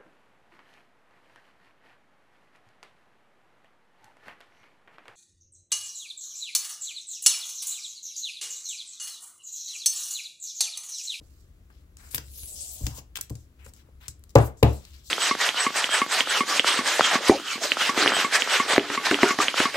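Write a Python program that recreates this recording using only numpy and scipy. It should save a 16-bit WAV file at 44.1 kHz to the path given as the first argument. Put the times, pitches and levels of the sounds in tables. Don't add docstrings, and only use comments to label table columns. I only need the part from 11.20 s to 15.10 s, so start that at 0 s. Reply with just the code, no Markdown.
import sys
import numpy as np
from scipy import signal
from scipy.io import wavfile
from scipy.ndimage import uniform_filter1d

SR = 44100
rng = np.random.default_rng(int(sys.argv[2]) if len(sys.argv) > 2 else 0)


def volts_from_db(level):
    exponent = np.asarray(level, float) / 20
    return 10 ** exponent


def int16_out(signal):
    q = np.round(np.clip(np.atleast_2d(signal).T, -1, 1) * 32767)
    wavfile.write(sys.argv[1], SR, q.astype(np.int16))


N = 171990
RUB_SAME, RUB_PAN_DB = 0.25, 3.5


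def evened(x):
    return x / np.sqrt(np.mean(x ** 2) + 1e-20)


def read(points, hz):
    f, value = np.transpose(points)
    return np.interp(np.log(hz + 1), np.log(f + 1), value)


def add(mix, s, sound):
    part = mix[..., max(round(s * SR), 0):][..., :sound.shape[-1]]
    part += sound[..., :part.shape[-1]]


def high(x, hz, order):
    return signal.sosfilt(signal.butter(order, np.clip(hz, 20, SR / 3), "high", fs=SR, output="sos"), x)


def resonate(x, hz, width):
    turn = np.exp(2j * np.pi * np.cumsum(hz * np.ones(x.shape[-1])) / SR)
    r = np.exp(-np.pi * width / SR)
    return 2 * (turn * signal.lfilter([1 - r], [1, -r], x / turn)).real


def resonate_twice(x, hz, width):
    return resonate(resonate(x, hz, width), hz, width)


def pair(a, b, same, pan_db):
    right = same * a + np.sqrt(1 - same ** 2) * b
    return np.array([a * volts_from_db(pan_db / 2), right * volts_from_db(-pan_db / 2)])


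def plastic(x, hz, width, wide_db, low_hz):
    wide = high(x, low_hz if hz > 1.5 * low_hz else hz / 4, order=6)
    return evened(evened(resonate_twice(wide, hz, width)) + volts_from_db(wide_db) * evened(wide))


def patchy(x, db):
    z = signal.stft(x, nperseg=256)[2]
    field = uniform_filter1d(rng.standard_normal(z.shape[1:]), size=7, axis=0)
    field = uniform_filter1d(field, size=12, axis=1)
    return signal.istft(z * volts_from_db(db * evened(field)), nperseg=256)[1][:, :N]


# time in seconds, level in dB, brightest pitch in Hz, wide hiss in dB.
SLIDE_PATH = [
    (1.0, -65.5, 6130, 6),
    (1.116, -56.5, 10900, 6),
    (1.19, -42, 11600, -0.5),
    (1.392, -35.5, 7660, -16),
    (1.61, -44, 8500, -2.5),
    (1.662, -49.5, 5900, 8.5),
    (1.724, -56.5, 7260, 5),
    (1.788, -44.5, 6170, 5.5),
    (1.83, -81, 5500, 2),
]


def slide(slips):
    s, db, hz, wide_db = np.transpose(SLIDE_PATH)
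    t = np.arange(N) / SR
    wide = high(slips, 3000, order=4)
    peak = evened(resonate_twice(wide, np.interp(t, s, hz), width=4370))
    hiss = 0.53 * (peak + volts_from_db(np.interp(t, s, wide_db)) * evened(wide))
    return volts_from_db(np.interp(t, s, db, -120, -120)) * pair(*hiss, RUB_SAME, RUB_PAN_DB)


# start in seconds, length in seconds, level in dB, brightest pitch in Hz, left-right balance in dB.
RUB_STROKES = [(0, 0.34, -70.5, 5400, -9), (.5, 0.16, -71.5, 3500, 4), (.765, 0.22, -62.5, 1490, 9),
               (.765, 0.19, -57.5, 7300, 1.5), (.9, 0.11, -47, 10100, 9), (.946, 0.0088, -32, 12700, 19),
               (.977, 0.011, -43, 3520, 6), (.93, 0.061, -52.5, 2020, 10), (1.62, 0.2, -61, 1480, -4),
               (1.77, 0.038, -58.5, 1770, 6), (1.51, 0.068, -46, 12900, 8), (1.74, 0.062, -56.5, 13500, 6),
               (1.953, 0.033, -40, 4430, 5), (1.953, 0.022, -45, 13000, -5.5),
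               (2.01, 0.0079, -44.5, 7500, -29), (2.1, 0.19, -65, 6600, 0), (2.38, 0.13, -62, 1850, 7.5),
               (2.53, 0.11, -64, 5400, 4), (2.8, 0.1, -55, 2390, 3), (2.885, 0.039, -52.5, 6500, -1),
               (3.19, 0.12, -49, 8500, -1), (3.45, 0.2, -54.5, 5900, 1.5), (3.58, 0.32, -59, 4130, 4),
               (3.82, 0.42, -50.5, 5640, 4), (2.44, 0.078, -57.5, 7060, 1), (2.56, 0.08, -64, 2600, 5),
               (2.65, 0.058, -70, 903, -1.5), (3.092, 0.032, -60, 6060, 8), (3.365, 0.065, -62, 7200, 2),
               (3.24, .05, -45.5, 13200, 4), (3.52, .06, -55, 14000, 2), (3.49, 0.032, -54, 3500, -3),
               (2.475, 0.029, -58, 8040, 2)]


def rubbing():
    slips_per_s, grain_db, flutter_db = 8200, 0, 1.2
    rise, fall = 0.14, 0.46
    out = np.zeros((2, N))
    draw, size = rng.random((2, N)), rng.exponential(1, (2, N))
    sign, flutter = rng.standard_normal((2, N)), rng.standard_normal(N)
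    slips = (draw < slips_per_s / SR) * volts_from_db(grain_db * np.minimum(size, 5)) * sign
    slips *= volts_from_db(flutter_db * evened(uniform_filter1d(flutter, size=500)))
    for k, (s, length, db, hz, pan_db) in enumerate(RUB_STROKES):
        u = np.arange(0, length, 1 / SR) / length
        ramp = np.clip(np.minimum(u / rise, (1 - u) / fall), 0, 1)
        shape = np.sin(np.pi / 2 * ramp) ** 2
        at = (np.arange(len(u)) + k * 7001) % N
        rub = plastic(slips[:, at], hz, min(6600, 1.34 * hz), wide_db=-6, low_hz=3430)
        add(out, s, volts_from_db(db) * shape * pair(*rub, RUB_SAME, pan_db))
    return patchy(out + slide(slips[:, ::-1]), 2.3)


# time in seconds, peak level in dB, pitch in Hz, length in seconds.
PLASTIC_TICKS = [(0.769, -34.5, 6960, 0.0039), (0.501, -51, 1200, 0.024), (0.946, -11, 11900, 0.004),
                 (0.9451, -19.5, 3000, 0.0051), (0.953, -17, 12500, 0.0044), (0.981, -27, 1060, 0.0077),
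                 (0.956, -34, 11000, .002), (0.9569, -21, 13600, 0.011), (0.965, -29, 4970, 0.0041),
                 (0.959, -24, 13000, .004), (0.98, -19, 4500, 0.0056), (.8875, -44, 7430, 0.0032),
                 (0.912, -38, 7900, .004), (1.186, -42, 4330, .006), (1.233, -31.5, 4400, 0.0035),
                 (1.666, -15, 5330, 0.006), (1.9567, -8.5, 3100, 0.0011), (1.9714, -25, 2100, 0.0042),
                 (1.9716, -16.5, 7700, 0.0029), (1.9877, -26, 1160, 0.0046), (1.988, -28, 5030, .003),
                 (2.0108, -16.5, 7600, 0.0025), (2.0104, -16, 14500, 0.0034), (2.0144, -40, 7600, 0.0014),
                 (2.0164, -38, 7600, 0.0026), (2.465, -37.5, 1290, 0.0043), (2.563, -45, 7090, .004),
                 (2.82, -47, 2230, .004), (1.082, -44, 4300, 0.0041), (2.0963, -32, 6300, 0.005),
                 (2.1012, -26.5, 11640, 0.0031), (2.153, -36, 6900, 0.0078), (2.462, -38, 7200, 0.0044),
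                 (2.536, -37, 8060, 0.0047), (2.881, -22, 7200, 0.0081), (2.994, -47, 10900, .003),
                 (3.038, -32, 9300, 0.0025), (3.093, -44.5, 5700, .004), (3.105, -42.5, 7100, 0.0036),
                 (3.1535, -9.5, 6000, 0.0018), (3.157, -3.5, 3360, 0.0029), (3.185, -16.5, 5800, 0.0024),
                 (3.4281, -10.5, 3720, 0.0043), (3.432, 0.5, 2000, 0.0017), (3.6506, -34, 4530, 0.0052)]


def ticks():
    rise_s, spike_db = 0.0007, 7
    out, t = np.zeros((2, N)), np.arange(1500) / SR
    noise = rng.standard_normal((len(PLASTIC_TICKS), 2, len(t)))
    noise[:, :, 24] = volts_from_db(spike_db) * 2
    for (s, db, hz, length), z in zip(PLASTIC_TICKS, noise):
        snap = plastic(z, hz, min(4900, 1.22 * hz), wide_db=-7.5, low_hz=hz / 8)
        snap = snap * np.minimum(t / rise_s, 1) ** 2 * np.exp(-2 * t / length)
        add(out, s, volts_from_db(db) / 2 * pair(*snap, same=0.14, pan_db=3.5))
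    return out


# time in seconds, pitch in Hz, level in dB.
MOUTH_AIR = [
    (1.099, 450, -81),
    (1.33, 530, -63.5),
    (1.52, 650, -66),
    (1.62, 640, -62.5),
    (1.78, 996, -57),
    (1.831, 956, -73),
]


def mouth():
    s, hz, db = np.transpose(MOUTH_AIR)
    t = np.arange(N) / SR
    a, b = evened(resonate_twice(rng.standard_normal((2, N)), np.interp(t, s, hz), width=260))
    return volts_from_db(np.interp(t, s, db, -120, -120)) * pair(a, b, same=1.0, pan_db=4.9)


# time in seconds, strength in dB, contact time in seconds, place from 0 to 1.
DESK_BLOWS = [(0.941, -36.5, 0.0014, 0.54), (0.982, -37.5, 0.0017, 0.4), (1.226, -35, 0.0095, 0.95),
              (1.608, -26.5, 0.0041, 0.64), (1.633, -17.5, 0.0084, 0.53), (1.667, -23, 0.0033, 0.63),
              (1.78, -45.5, 0.00064, 0.5), (1.955, -59.5, 0.00021, 0.74), (1.985, -54.5, 0.0003, 0.8),
              (2.1037, -23, 0.0032, 0.56), (2.4612, -50.5, 0.00061, 0), (2.686, -54.5, 0.0011, 0),
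              (2.879, -35, 0.0051, 0.3), (3.1546, -6, 0.00047, 0.04), (3.4269, -5, 0.00099, 0.17),
              (3.1616, -17.5, 0.00043, 0.2), (3.431, -17, 0.00097, 0.4), (.01, -48.5, 0.0016, 0.76)]
# pitch in Hz, level in dB struck at place 0, level in dB at place 1, 60 dB decay in seconds.
DESK_MODES = [(70.1, -7, -15.5, 0.38), (110.6, -2, -8, 0.29), (137, -7, -4.5, 0.33),
              (205.8, -11, -6.5, 0.12), (294, -13, 2, 0.23), (343, -24.5, -34.5, 0.3),
              (437.7, 0.5, -5, 0.081), (533.2, 6, -15, 0.069), (662, -27, -42, .17), (762, -8.5, -15, 0.12),
              (857, -3.5, -22, 0.13), (1041, -2.5, 6.5, 0.079), (1200, -4.5, -34.5, 0.14),
              (1460, -26.5, -21.5, .16)]


def desk():
    spread, swell_cycles, lag_rad = 0.021, 0.33, 2.8
    body_hz, body_db, body_t60 = 570, -4.5, 0.26
    sway_hz, sway_db, sway_t60 = 60, 5, 0.2
    out, t = np.zeros((2, N)), np.arange(SR // 2) / SR
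    hz, near_db, far_db, t60 = np.array(DESK_MODES).T[:, :, None]
    jitter = 0.44 * rng.uniform(-1.1, 1, (3, 2, len(DESK_MODES), 1))
    detune = 1 + spread * (np.arange(-1, 2)[:, None, None, None] + jitter)
    lag = lag_rad * np.arange(len(DESK_MODES))[:, None]
    ring = np.sin(2 * np.pi * hz * detune * t - lag).mean(0)
    ring = ring * volts_from_db(-60 * t / t60) * (1 - np.exp(-t * hz / swell_cycles))
    sway = volts_from_db(sway_db - 60 * t / sway_t60) * np.sin(2 * np.pi * sway_hz * t)
    noise = rng.standard_normal((len(DESK_BLOWS), 2, len(t)))
    for (s, db, contact, place), z in zip(DESK_BLOWS, noise):
        modes = (volts_from_db(near_db + (far_db - near_db) * place) * ring).sum(1)
        modes = modes + (100 * contact) ** 2 * sway
        body = pair(*evened(resonate(z, body_hz, body_hz)), same=0.64, pan_db=0)
        body = body * volts_from_db(body_db - 60 * t / body_t60)
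        u = t[:2000] / (contact / 4)
        push = u * np.exp(-u)
        add(out, s, volts_from_db(db) * signal.oaconvolve(modes + body, push[None] / push.sum(), axes=1))
    return out


# frequency in Hz, 60 dB decay in seconds.
WALL_DECAY = [(100, 0.41), (800, 0.22), (3000, 0.27), (12000, 0.14)]


def walls(x):
    taps = np.zeros((2, SR // 2))
    slots = np.arange(200, SR // 2 - 20, 20)
    at = slots + rng.integers(0, 20, (2, len(slots)))
    np.put_along_axis(taps, at, rng.choice([-1., 1.], at.shape), 1)
    hz, t, z = signal.stft(taps, SR, nperseg=256)
    tail = signal.istft(z * volts_from_db(-60 * t / read(WALL_DECAY, hz)[:, None]), SR, nperseg=256)[1]
    return signal.fftconvolve(x.mean(0)[None], tail / np.linalg.norm(tail[0]), axes=1)[:, :N]


# frequency in Hz, level in dB per Hz.
ROOM_AIR = [(15, -43), (25, 5), (80, -6.5), (166, -18), (309, -21.5), (962, -39), (1040, -34.5),
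            (6210, -46), (16000, -47)]
# frequency in Hz, left-right likeness from 0 to 1.
AIR_SAME = [(60, 0.93), (240, 0.85), (950, 0.23), (3800, 0.23), (15000, 0.8)]


def room():
    air_db, rumble_db = -54, -53
    frames, hz = N // 512 + 5, np.fft.rfftfreq(2048, 1 / SR)
    a, b, c, d, patches = rng.standard_normal((frames, 1025, 5)).T
    patches = uniform_filter1d(uniform_filter1d(patches, size=60, axis=0), size=8, axis=1)
    z = pair(a + 1j * b, c + 1j * d, read(AIR_SAME, hz)[:, None], pan_db=0.4)
    z = z * volts_from_db(read(ROOM_AIR, hz)[:, None] + 0.5 * evened(patches))
    air = evened(signal.istft(z, nperseg=2048, noverlap=1536)[1][:, :N])
    rumble = evened(resonate_twice(rng.standard_normal(N), 67.7, width=15))
    return volts_from_db(air_db) * air + volts_from_db(rumble_db) * rumble


def scene():
    sleeve, wood = rubbing() + ticks() + mouth(), desk()
    echoes = walls(volts_from_db(-14.5) * wood + volts_from_db(-9) * sleeve)
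    return sleeve + wood + echoes + room()


def band_limit(x):
    return signal.sosfilt(signal.butter(12, 16970, fs=SR, output="sos"), x)


def record(dry):
    left_db, right_late, ceiling = 3, 8, 1.02
    mid, side = dry.mean(0), high((dry[0] - dry[1]) / 2, 272, order=2)
    left = (mid + side) * volts_from_db(left_db / 2)
    right = np.roll(mid - side, right_late) / volts_from_db(left_db / 2)
    right = right + 0.9 * signal.filtfilt(*signal.butter(2, 11000, "high", fs=SR), right)
    x = high(np.array([left, right]), 32, order=1)
    x = x + volts_from_db(-1.5) * resonate(x, 7700, width=1330) - 0.55 * resonate(x, 8870, width=2840)
    x = ceiling * np.tanh(x / ceiling)
    edge, end = (signal.firwin(401, hz, window=("kaiser", 8), fs=SR) for hz in (15850, 16800))
    x = signal.oaconvolve(x, (edge + volts_from_db(-30) * (end - edge))[None], "same")
    return band_limit(x)


dry = scene()
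out = record(dry)
int16_out(out)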